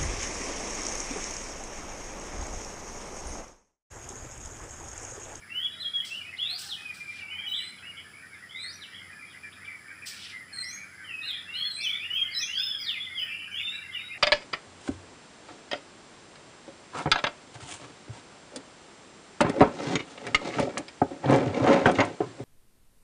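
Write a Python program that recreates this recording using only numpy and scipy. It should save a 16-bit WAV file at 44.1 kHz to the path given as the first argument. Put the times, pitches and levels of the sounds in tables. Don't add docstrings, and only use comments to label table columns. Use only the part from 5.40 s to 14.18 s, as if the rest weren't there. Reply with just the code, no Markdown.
import sys
import numpy as np
from scipy import signal
from scipy.fft import rfft, irfft, next_fast_len
from scipy.io import wavfile
from scipy.ndimage import uniform_filter1d

SR = 44100
rng = np.random.default_rng(int(sys.argv[2]) if len(sys.argv) > 2 else 0)


def to_wav(sig):
    pcm = np.clip(np.atleast_2d(sig), -1, 1) * 32767
    pcm = np.round(pcm).astype(np.int16)
    wavfile.write(sys.argv[1], SR, pcm.T)


def invert_db(x):
    u = np.asarray(x, float) / 20
    return 10 ** u


N = 387198

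# (f/Hz, level/dB per Hz)
AIR_SPECTRUM = [(50, -60), (62, -8), (140, -2), (320, -6), (500, -12), (1080, -12.5), (1300, -4),
                (2400, -18), (3100, -13), (3850, -20), (6500, -22.5), (11000, -25), (12200, -38),
                (15600, -24)]
# (f/Hz, mean level/dB)
MOTOR_PARTIALS = [(92, -67), (190, -71)]
# (centre f/Hz, half-width f/Hz, mean level/dB, mean wing strokes/per s, stroke depth/0-1)
INSECT_BANDS = [(5005, 350, -64.5, 440, 0.27), (7470, 200, -71, 130, 0.3), (9960, 664, -64.5, 150, 0.14)]
# (t/s, mid f/Hz, level/dB, length t/s)
LOUD_PEEPS = [(0.434, 1795, -59, 0.067), (0.575, 1890, -54, 0.038), (0.928, 2060, -46.5, 0.025),
              (2.421, 1953, -56, 0.062), (2.51, 2230, -54.5, 0.12), (2.639, 1732, -56, 0.071),
              (2.768, 2300, -59, 0.049), (2.85, 1860, -55, 0.027), (2.951, 1686, -56, 0.041),
              (3.022, 1934, -51, 0.041), (3.147, 2060, -44.5, 0.031), (3.19, 2304, -49, 0.021),
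              (3.234, 2037, -47, 0.052), (3.518, 1960, -53, 0.062), (3.591, 2114, -53, 0.082),
              (3.739, 1740, -55, 0.069), (3.937, 1965, -53.5, 0.034), (4.037, 1720, -49.5, 0.047),
              (4.283, 2060, -50, 0.075), (4.48, 2280, -51, 0.049), (4.507, 1595, -50.5, 0.017),
              (4.622, 2424, -47, 0.021), (4.922, 2075, -46.5, 0.11), (5.222, 1990, -44, 0.081),
              (5.376, 2264, -48.5, 0.077), (5.595, 1550, -54, 0.054), (5.804, 1846, -54, 0.076),
              (5.862, 1630, -52.5, 0.033), (6.235, 1953, -47.5, 0.043), (6.243, 1667, -54.5, 0.071),
              (6.368, 2316, -44, 0.15), (6.683, 1924, -50.5, 0.036), (6.956, 1883, -49.5, 0.074),
              (7.173, 1610, -49, 0.035), (7.539, 2410, -54, 0.081), (7.823, 1840, -53, 0.075),
              (8.076, 1628, -51.5, 0.026), (8.114, 2290, -47.5, 0.056), (8.201, 2223, -42.5, 0.022),
              (8.334, 1680, -51.5, 0.014), (8.748, 1820, -52, 0.025)]
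# (f/Hz, level/dB)
CROWD_LEVELS = [(1200, -65), (1300, -64), (1600, -57.5), (2000, -51), (2400, -55), (2600, -68.5)]
# (start t/s, length t/s, from f/Hz, to f/Hz, level/dB)
GARDEN_NOTES = [(.1, 0.058, 2664, 2930, -39.5), (.146, .058, 2910, 3080, -34.5),
                (.2, 0.039, 3100, 3380, -35), (.234, 0.023, 3345, 3375, -27.5),
                (.26, 0.012, 3506, 2860, -35), (.31, 0.062, 3820, 3750, -50),
                (.395, 0.02, 3900, 4115, -36.5), (.414, 0.025, 4060, 3320, -33.5),
                (.445, 0.043, 3300, 3270, -34), (.535, 0.056, 3328, 3303, -30),
                (.592, 0.021, 3367, 2970, -32.5), (.7, 0.064, 2610, 2900, -38),
                (.752, 0.029, 2915, 2970, -35), (.783, 0.037, 2950, 2835, -42.5),
                (.8, 0.043, 2480, 2210, -45.5), (.845, 0.062, 2440, 2600, -42.5),
                (.925, 0.04, 2480, 2060, -49), (.966, 0.014, 3240, 4370, -44),
                (.985, 0.026, 2850, 3460, -35), (1.012, 0.033, 3295, 3510, -29),
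                (1.05, 0.09, 3590, 4360, -33.5), (1.13, 0.038, 4310, 4890, -37),
                (1.025, 0.086, 2815, 2496, -44.5), (1.29, 0.057, 4230, 2880, -36.5),
                (1.37, 0.089, 2483, 2565, -45.5), (1.445, 0.095, 2532, 2392, -38),
                (1.58, 0.14, 2400, 2365, -43), (1.805, 0.023, 2890, 2600, -43.5),
                (1.47, 0.036, 3080, 3054, -51.5), (1.74, 0.12, 2404, 2296, -43),
                (1.87, 0.09, 2290, 2186, -44), (1.9, 0.16, 2503, 2260, -43), (1.88, 0.045, 2690, 3050, -41),
                (1.92, 0.14, 2970, 3290, -40), (2.065, 0.056, 2990, 3013, -32.5),
                (2.128, 0.03, 3020, 3680, -32), (2.158, 0.05, 3710, 2804, -34),
                (2.19, 0.041, 2350, 2270, -44.5), (2.38, 0.016, 3410, 2760, -48),
                (2.425, 0.04, 2550, 2780, -47.5), (2.46, 0.048, 2876, 2850, -42.5),
                (2.93, 0.039, 3840, 3130, -60.5), (3.092, 0.021, 3000, 3420, -47),
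                (3.115, 0.094, 3454, 3700, -47), (3.7, 0.12, 2430, 2396, -54),
                (3.2, 0.083, 3695, 3806, -45), (3.405, 0.016, 4000, 4010, -45.5),
                (3.418, 0.029, 3950, 2800, -43.5), (3.445, 0.02, 2740, 2630, -51),
                (3.465, .045, 2356, 2280, -54), (3.865, 0.035, 3270, 3330, -58),
                (3.897, 0.047, 3750, 2630, -53), (3.79, 0.051, 2433, 2323, -45),
                (3.97, .055, 2430, 2424, -52.5), (4.03, 0.032, 2394, 2330, -43),
                (4.07, 0.027, 2310, 2210, -58), (4.315, 0.039, 2310, 2230, -45),
                (4.115, 0.018, 2500, 3900, -49.5), (4.243, 0.021, 3820, 2630, -51.5),
                (4.245, 0.066, 2329, 2327, -40), (5.08, 0.3, 2990, 3420, -63.5),
                (5.645, 0.097, 3126, 2506, -41.5), (5.71, 0.11, 2590, 2530, -39.5),
                (5.8, 0.084, 2585, 2930, -43), (5.87, .12, 2550, 2300, -48),
                (6.075, 0.18, 2676, 3234, -39.5), (6.17, 0.11, 3225, 3415, -34.5),
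                (6.132, 0.027, 3680, 4140, -42.5), (6.155, 0.088, 4160, 4330, -38),
                (6.22, 0.1, 4335, 4217, -38), (6.418, 0.018, 3380, 3620, -40),
                (6.438, 0.043, 3570, 2926, -30.5), (6.488, 0.028, 3000, 3506, -31),
                (6.515, 0.061, 3310, 3590, -33), (6.385, 0.053, 2570, 2720, -48),
                (6.425, 0.092, 2694, 2230, -37), (6.54, 0.032, 2250, 2280, -39),
                (6.59, 0.078, 2300, 2920, -36), (6.697, 0.021, 2814, 2960, -34),
                (6.73, 0.05, 2940, 3280, -30), (6.77, 0.067, 3310, 3177, -29.5),
                (6.845, 0.037, 3150, 2910, -35.5), (6.75, 0.056, 2770, 2390, -37),
                (6.87, 0.089, 2090, 2213, -43), (6.9, 0.026, 4450, 4780, -48),
                (6.918, 0.04, 4820, 3840, -39), (6.95, 0.036, 3900, 4050, -33),
                (7.0, 0.026, 4080, 3550, -38), (7.02, 0.027, 3490, 3300, -31.5),
                (6.945, 0.061, 5120, 5150, -36), (6.98, 0.049, 5220, 5950, -36),
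                (7.01, 0.036, 6040, 6140, -35.5), (7.04, 0.039, 6000, 6540, -39.5),
                (7.0, 0.044, 2583, 2364, -38), (7.07, 0.11, 2666, 3220, -37),
                (7.15, 0.089, 3206, 3640, -30.5), (7.26, 0.1, 3590, 3266, -31.5),
                (7.142, 0.074, 4500, 5150, -40.5), (7.185, 0.12, 5104, 5214, -35),
                (7.2, 0.039, 2430, 2960, -40.5), (7.24, 0.19, 2900, 3330, -44),
                (7.388, 0.033, 5050, 4990, -34.5), (7.425, 0.05, 4940, 4030, -39),
                (7.465, 0.051, 3940, 2800, -31), (7.52, 0.059, 2760, 2140, -39),
                (7.55, 0.038, 2150, 2044, -42), (7.4, 0.044, 5690, 5700, -52),
                (7.468, 0.066, 3716, 3480, -36), (7.52, 0.058, 3500, 3640, -50),
                (7.598, 0.033, 3350, 3430, -37), (7.628, 0.031, 3540, 3520, -34.5),
                (7.646, 0.014, 3410, 2950, -37.5), (7.665, 0.021, 2078, 2013, -38.5),
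                (7.695, 0.087, 2143, 2094, -44.5), (7.73, 0.062, 3400, 3300, -43),
                (7.77, 0.03, 3385, 2930, -30.5), (7.81, 0.032, 3046, 2960, -34),
                (7.785, 0.05, 2900, 2470, -42.5), (7.825, 0.06, 2440, 2300, -48),
                (7.885, 0.055, 2440, 2330, -36), (7.875, 0.087, 2590, 2720, -36.5),
                (7.94, 0.05, 2240, 2300, -53), (8.0, 0.09, 2320, 2480, -43.5),
                (7.76, 0.093, 4830, 5100, -51.5), (8.13, 0.095, 3003, 2484, -37),
                (8.188, 0.042, 2800, 2945, -36), (8.27, 0.11, 2717, 2700, -38.5),
                (8.36, .12, 2800, 2730, -47), (8.305, .03, 2035, 2370, -46), (8.33, 0.08, 2390, 2320, -44),
                (8.51, 0.048, 3230, 3640, -45), (8.55, 0.14, 3605, 3840, -47.5),
                (8.68, 0.076, 3760, 3720, -56), (8.527, 0.068, 3080, 2650, -37.5),
                (8.59, 0.033, 2560, 2060, -41.5), (8.48, 0.043, 2120, 2040, -45),
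                (8.55, 0.064, 2320, 2390, -45), (8.705, 0.044, 2350, 2820, -40),
                (8.68, 0.058, 2125, 2136, -45)]
# (start t/s, length t/s, from f/Hz, to f/Hz, level/dB)
NEAR_BIRD_NOTES = [(2.085, 0.15, 3830, 3950, -41), (2.215, 0.091, 4010, 4080, -44),
                   (3.16, 0.14, 3750, 4434, -43.5), (3.285, 0.03, 4400, 4960, -45.5),
                   (3.31, 0.031, 4890, 5870, -50.5), (3.33, 0.035, 5870, 5750, -48.5),
                   (5.13, 0.12, 4260, 4107, -36.5), (5.233, 0.017, 4240, 5520, -43.5),
                   (5.245, 0.039, 5400, 5520, -44.5), (5.275, 0.061, 5570, 6470, -44),
                   (5.333, 0.033, 6530, 6455, -42.5), (6.31, 0.075, 3970, 4090, -40),
                   (6.378, 0.034, 4040, 4310, -39), (6.403, 0.017, 4350, 5400, -37.5),
                   (6.42, 0.04, 5340, 6240, -41.5), (8.11, 0.045, 3015, 3050, -42),
                   (8.14, 0.069, 3030, 3560, -37), (8.21, 0.094, 3573, 3600, -37.5),
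                   (8.29, 0.078, 3650, 3890, -40)]
# (start t/s, length t/s, from f/Hz, to f/Hz, level/dB)
WARBLED_NOTES = [(2.567, 0.039, 3165, 3060, -43), (3.525, 0.032, 2980, 3230, -46.5),
                 (3.555, 0.043, 3210, 3040, -47), (5.82, 0.06, 3755, 4043, -39.5),
                 (5.875, 0.041, 3990, 3400, -34.5), (5.91, 0.093, 3280, 3505, -39.5),
                 (7.81, 0.076, 3045, 2970, -40), (7.9, 0.084, 2680, 2740, -43),
                 (7.99, 0.078, 2890, 2770, -42)]
# (start t/s, length t/s, from f/Hz, to f/Hz, level/dB)
SOFT_CALLS = [(0.283, .16, 664, 643, -64.5), (0.658, .12, 707, 627, -64.5), (.84, 0.23, 681, 688, -65.5),
              (1.09, 0.073, 729, 723, -57.5), (1.13, 0.34, 808, 839, -61.5), (1.778, 0.107, 791, 784, -62),
              (1.881, .14, 879, 857, -63.5), (2.02, .05, 860, 790, -61), (6.34, 0.085, 620, 683, -63),
              (7.78, .12, 600, 720, -65), (8.745, 0.032, 670, 800, -51)]
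# (f/Hz, relative level/dB)
OCTAVE_STRENGTH = [(5000, -10), (6600, -31), (7600, -23), (8200, -7.5), (9000, -19), (10500, -12),
                   (13000, -23)]
# (f/Hz, relative level/dB)
OVERTONE_STRENGTH = [(9000, -48), (11500, -44), (12600, -35), (13600, -39), (15200, -26)]
# (t/s, level/dB, rise t/s, t60/s, tilt/dB per octave)
SCUFF_EVENTS = [(0.647, -43, 0.0031, 0.86, 2.5), (1.173, -37.5, 0.023, 0.93, 6),
                (1.537, -49, 0.0081, 0.8, 4.5), (1.651, -49, 0.14, 0.3, -2), (4.656, -36, 0.015, 0.47, 4.5),
                (4.699, -42, 0.15, 0.32, -3), (4.84, -46, 0.06, 0.3, -5)]
# (f/Hz, relative level/dB per Hz)
SCUFF_SPECTRUM = [(1200, -35), (2800, 3.5), (4000, 2), (5400, 2.5), (6700, -10), (8300, -3), (9500, -14.5),
                  (12300, -25), (14800, -18)]
# (t/s, reference level/dB)
TICK_EVENTS = [(5.015, -45), (5.912, -33)]

AIR_DB = -56.5
CROWD_PEEPS_PER_S = 110
EDGE_HZ = 15550
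GARDEN_DISTANCE, NEAR_DISTANCE = 0.35, 0.019
FARTHER_PER_DB, LOUD_DB = 0.025, -36
ATTACK_S, RELEASE_S = 0.012, 0.0048
ARCH_DB, PEAK_AT = -3, 0.55
EASE = 0.35
WARBLES_PER_S, SWING_HZ = 90, 190
NEAR_THIRD_DB, THIRD_DB, FIFTH_DB, EVEN_DB = 1, 9, 2, -8
HOARSE = 0.6
ECHO_DB, BOUGHS_T60_S = -0.63, 0.1
CLOSE_ECHO_DB = -2
DARKEN_DB_PER_S = 16


def evened(x):
    return x / np.sqrt(np.mean(x ** 2) + 1e-20)


def read(points, hz):
    f, value = np.transpose(points)
    return np.interp(np.log(hz + 1), np.log(f + 1), value)


def add(mix, s, sound):
    part = mix[max(round(s * SR), 0):][:len(sound)]
    part += sound[:len(part)]


def drift(samples, length=N):
    span = max(round(samples), 2)
    noise = rng.standard_normal(length)
    return evened(uniform_filter1d(uniform_filter1d(noise, span), span))


def colour(x, db_of_hz):
    size = next_fast_len(len(x))
    gain = invert_db(db_of_hz(np.fft.rfftfreq(size, 1 / SR)))
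    return irfft(rfft(x, size) * gain, size)[:len(x)]


def still_air():
    noise = rng.standard_normal(N)
    return invert_db(AIR_DB) * evened(colour(noise, lambda hz: read(AIR_SPECTRUM, hz)))


def motor_hum():
    turns = np.cumsum(1 + 0.012 * drift(4750)) / SR
    hum = np.zeros(N)
    for hz, db in MOTOR_PARTIALS:
        level = invert_db(db + 2.5 * drift(2600))
        hum += np.sqrt(2) * level * np.sin(2 * np.pi * hz * turns)
    return hum


def insects():
    out = np.zeros(N)
    for centre_hz, width, db, rate, depth in INSECT_BANDS:
        noise = rng.standard_normal(N)
        band = evened(colour(noise, lambda hz: np.maximum(-4.3 * ((hz - centre_hz) / width) ** 2, -90)))
        wing_phase = 2 * np.pi * np.cumsum(rate * (1 + 0.0184 * drift(8000))) / SR
        strokes = 1 + depth * np.sin(wing_phase)
        out += invert_db(db + 0.8 * drift(12000)) * strokes * band
    return out


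def peep(s, hz, db, length, glide, rate, start):
    u = np.arange(0, 1, 1 / (SR * length))
    wobble = 0.031 * np.sin(2 * np.pi * (rate * length * u + 3 * start))
    pitch = hz * (1 + glide * (u - 0.4) + wobble)
    throb = 1 + 0.69 * np.sin(2 * np.pi * (rate * length * u + start))
    swell = np.sin(np.pi * u ** 0.6) ** 0.94
    tone = np.sin(2 * np.pi * np.cumsum(pitch) / SR)
    return s, np.sqrt(2) * invert_db(db) * swell * throb * tone


def flock():
    out = np.zeros(N)
    chances = rng.random((len(LOUD_PEEPS), 3))
    for (s, hz, db, length), (bend, rate, start) in zip(LOUD_PEEPS, chances):
        add(out, *peep(s - 0.004, hz, db + 0.5, length + 0.024, -0.07 * bend, 75 + 45 * rate, start))
    low_hz, high_hz = CROWD_LEVELS[0][0], CROWD_LEVELS[-1][0]
    crowd = rng.random((round(CROWD_PEEPS_PER_S * N / SR), 7))
    for when, where, size, span, bend, rate, start in crowd:
        hz = low_hz * (high_hz / low_hz) ** where
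        db = read(CROWD_LEVELS, hz) + 13 * (size - 1.1) + 4 * when
        length = 0.025 + 0.04 * span
        add(out, *peep(when * N / SR, hz, db, length, 0.12 * (bend - 0.6), 60 + 55 * rate, start))
    return out


def trees(x, t60, late_db):
    at = np.arange(100, SR - 20, 20)
    sway = 2 * np.pi * np.cumsum(11 + 5 * drift(2501)) / SR
    decay = invert_db(-60 * at / SR / BOUGHS_T60_S) + invert_db(late_db - 60 * at / SR / t60)
    out = np.zeros(N)
    for k in range(3):
        tail = np.zeros(SR)
        tail[at + rng.integers(0, 20, len(at))] = rng.choice([-1., 1.], len(at)) * decay
        turn_taking = np.cos(sway + k * 2 * np.pi / 3)
        out += signal.oaconvolve(x * turn_taking, tail / np.linalg.norm(tail))[:N]
    return out * np.sqrt(2 / 3)


def whistle(start, length, from_hz, to_hz, db, dull_db, third_db=THIRD_DB, burr=0):
    t = np.arange(-ATTACK_S / 2, length + RELEASE_S / 2, 1 / SR)
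    u = np.clip(t / length, 0, 1)
    glide = u - EASE * np.sin(2 * np.pi * u) / (2 * np.pi)
    off_peak = np.where(u < PEAK_AT, 1 - u / PEAK_AT, (u - PEAK_AT) / (1 - PEAK_AT))
    level_db = db + ARCH_DB * off_peak ** 2
    flutter = 1 + 0.23 * (drift(350, len(t)) + 1j * drift(350, len(t)))
    warble_hz = WARBLES_PER_S * (1 + 0.329 * drift(300, len(t)))
    beat = burr * np.sin(2 * np.pi * np.cumsum(warble_hz) / SR)
    pitch = from_hz + (to_hz - from_hz) * glide
    pitch = pitch * (1 + 0.0056 * drift(88, len(t))) + SWING_HZ * beat
    turn = np.exp(2j * np.pi * np.cumsum(pitch) / SR)
    tone = turn.copy()
    for k in range(2, 7):
        if k == 2:
            strength_db = read(OCTAVE_STRENGTH, k * pitch) + dull_db
        else:
            effort_db = 0.6 * (level_db - LOUD_DB)
            trim_db = {3: third_db, 5: FIFTH_DB}.get(k, EVEN_DB)
            strength_db = read(OVERTONE_STRENGTH, k * pitch) + effort_db + trim_db
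        tone += invert_db(strength_db) * (k * pitch < EDGE_HZ) * turn ** k
    ends = np.clip(np.minimum((t - t[0]) / ATTACK_S, (t[-1] - t) / RELEASE_S), 0, 1)
    voice = (flutter * (1 + 0.13 * beat) * tone).real
    return start + t[0], np.sqrt(2) * invert_db(level_db) * ends * voice


def songbirds():
    direct, echoed = np.zeros((2, N))
    groups = [(GARDEN_NOTES, GARDEN_DISTANCE, THIRD_DB, 0),
              (NEAR_BIRD_NOTES, NEAR_DISTANCE, NEAR_THIRD_DB, 0),
              (WARBLED_NOTES, GARDEN_DISTANCE, THIRD_DB, 1)]
    for rows, perch, third_db, burr in groups:
        for row in rows:
            farther = FARTHER_PER_DB * (LOUD_DB - row[-1]) * (perch > NEAR_DISTANCE)
            distance = np.clip(perch + farther, 0, 1)
            s, note = whistle(*row, dull_db=-42 * distance, third_db=third_db, burr=burr)
            add(direct, s, invert_db(-13 * distance ** 2) * note)
            add(echoed, s, invert_db(CLOSE_ECHO_DB * (1 - distance)) * note)
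    return direct, echoed


def low_calls():
    out = np.zeros(N)
    for row in SOFT_CALLS:
        s, call = whistle(*row, dull_db=-90)
        rasp = np.sqrt(1 - HOARSE) + np.sqrt(HOARSE) * drift(250, len(call))
        add(out, s, call * rasp)
    return out


def scuffs():
    out, t = np.zeros(N), np.arange(SR) / SR
    for s, db, rise, t60, tilt in SCUFF_EVENTS:
        grains = rng.standard_normal(SR) * invert_db(0.54 * drift(40, SR))
        hz, age, z = signal.stft(grains, SR, nperseg=128)
        patches = evened(uniform_filter1d(uniform_filter1d(rng.standard_normal(z.shape), 3, 0), 9, 1))
        tilt_db = tilt * np.log2(np.maximum(hz, 1500) / 5000)
        z = z * invert_db((read(SCUFF_SPECTRUM, hz) + tilt_db)[:, None] + 2.1 * patches)
        level = np.sqrt(np.mean(signal.istft(z, SR, nperseg=128)[1] ** 2))
        octaves_up = np.log2(np.maximum(hz / 3000, 1))
        dark = invert_db(-DARKEN_DB_PER_S * octaves_up[:, None] * age)
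        grit = signal.istft(z * dark, SR, nperseg=128)[1][:SR] / level
        fade = invert_db(db - 60 * np.maximum(t - rise, 0) / t60)
        add(out, s, fade * np.minimum(t / rise, 1) * grit)
    return out


def ticks():
    out, t = np.zeros(N), np.arange(90) / SR
    ring = np.sin(2 * np.pi * 14500 * t) + 0.4 * np.sin(2 * np.pi * 8000 * t)
    for s, db in TICK_EVENTS:
        add(out, s, invert_db(db) * ring * np.exp(-t / 0.00018))
    return out


def scene():
    bed = still_air() + motor_hum() + insects()
    peeps = flock()
    far_flock = invert_db(2.5) * peeps + invert_db(-3.5) * trees(peeps, 0.97, late_db=-2)
    direct, echoed = songbirds()
    echoed += low_calls()
    birds = colour(direct, lambda hz: -0.4 - 8 * (hz > 9500))
    birds += invert_db(ECHO_DB) * trees(echoed, 0.45, late_db=-1.5)
    return (bed + far_flock + birds + scuffs() + ticks())[None]


def top_cut(x):
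    return signal.sosfilt(signal.butter(12, 15710, fs=SR, output="sos"), x)


def record(dry):
    edge = signal.firwin(511, EDGE_HZ, window=("kaiser", 9), fs=SR)
    mix = signal.oaconvolve(dry, edge[None], "same")
    return top_cut(mix)


dry = scene()
out = record(dry)
to_wav(out)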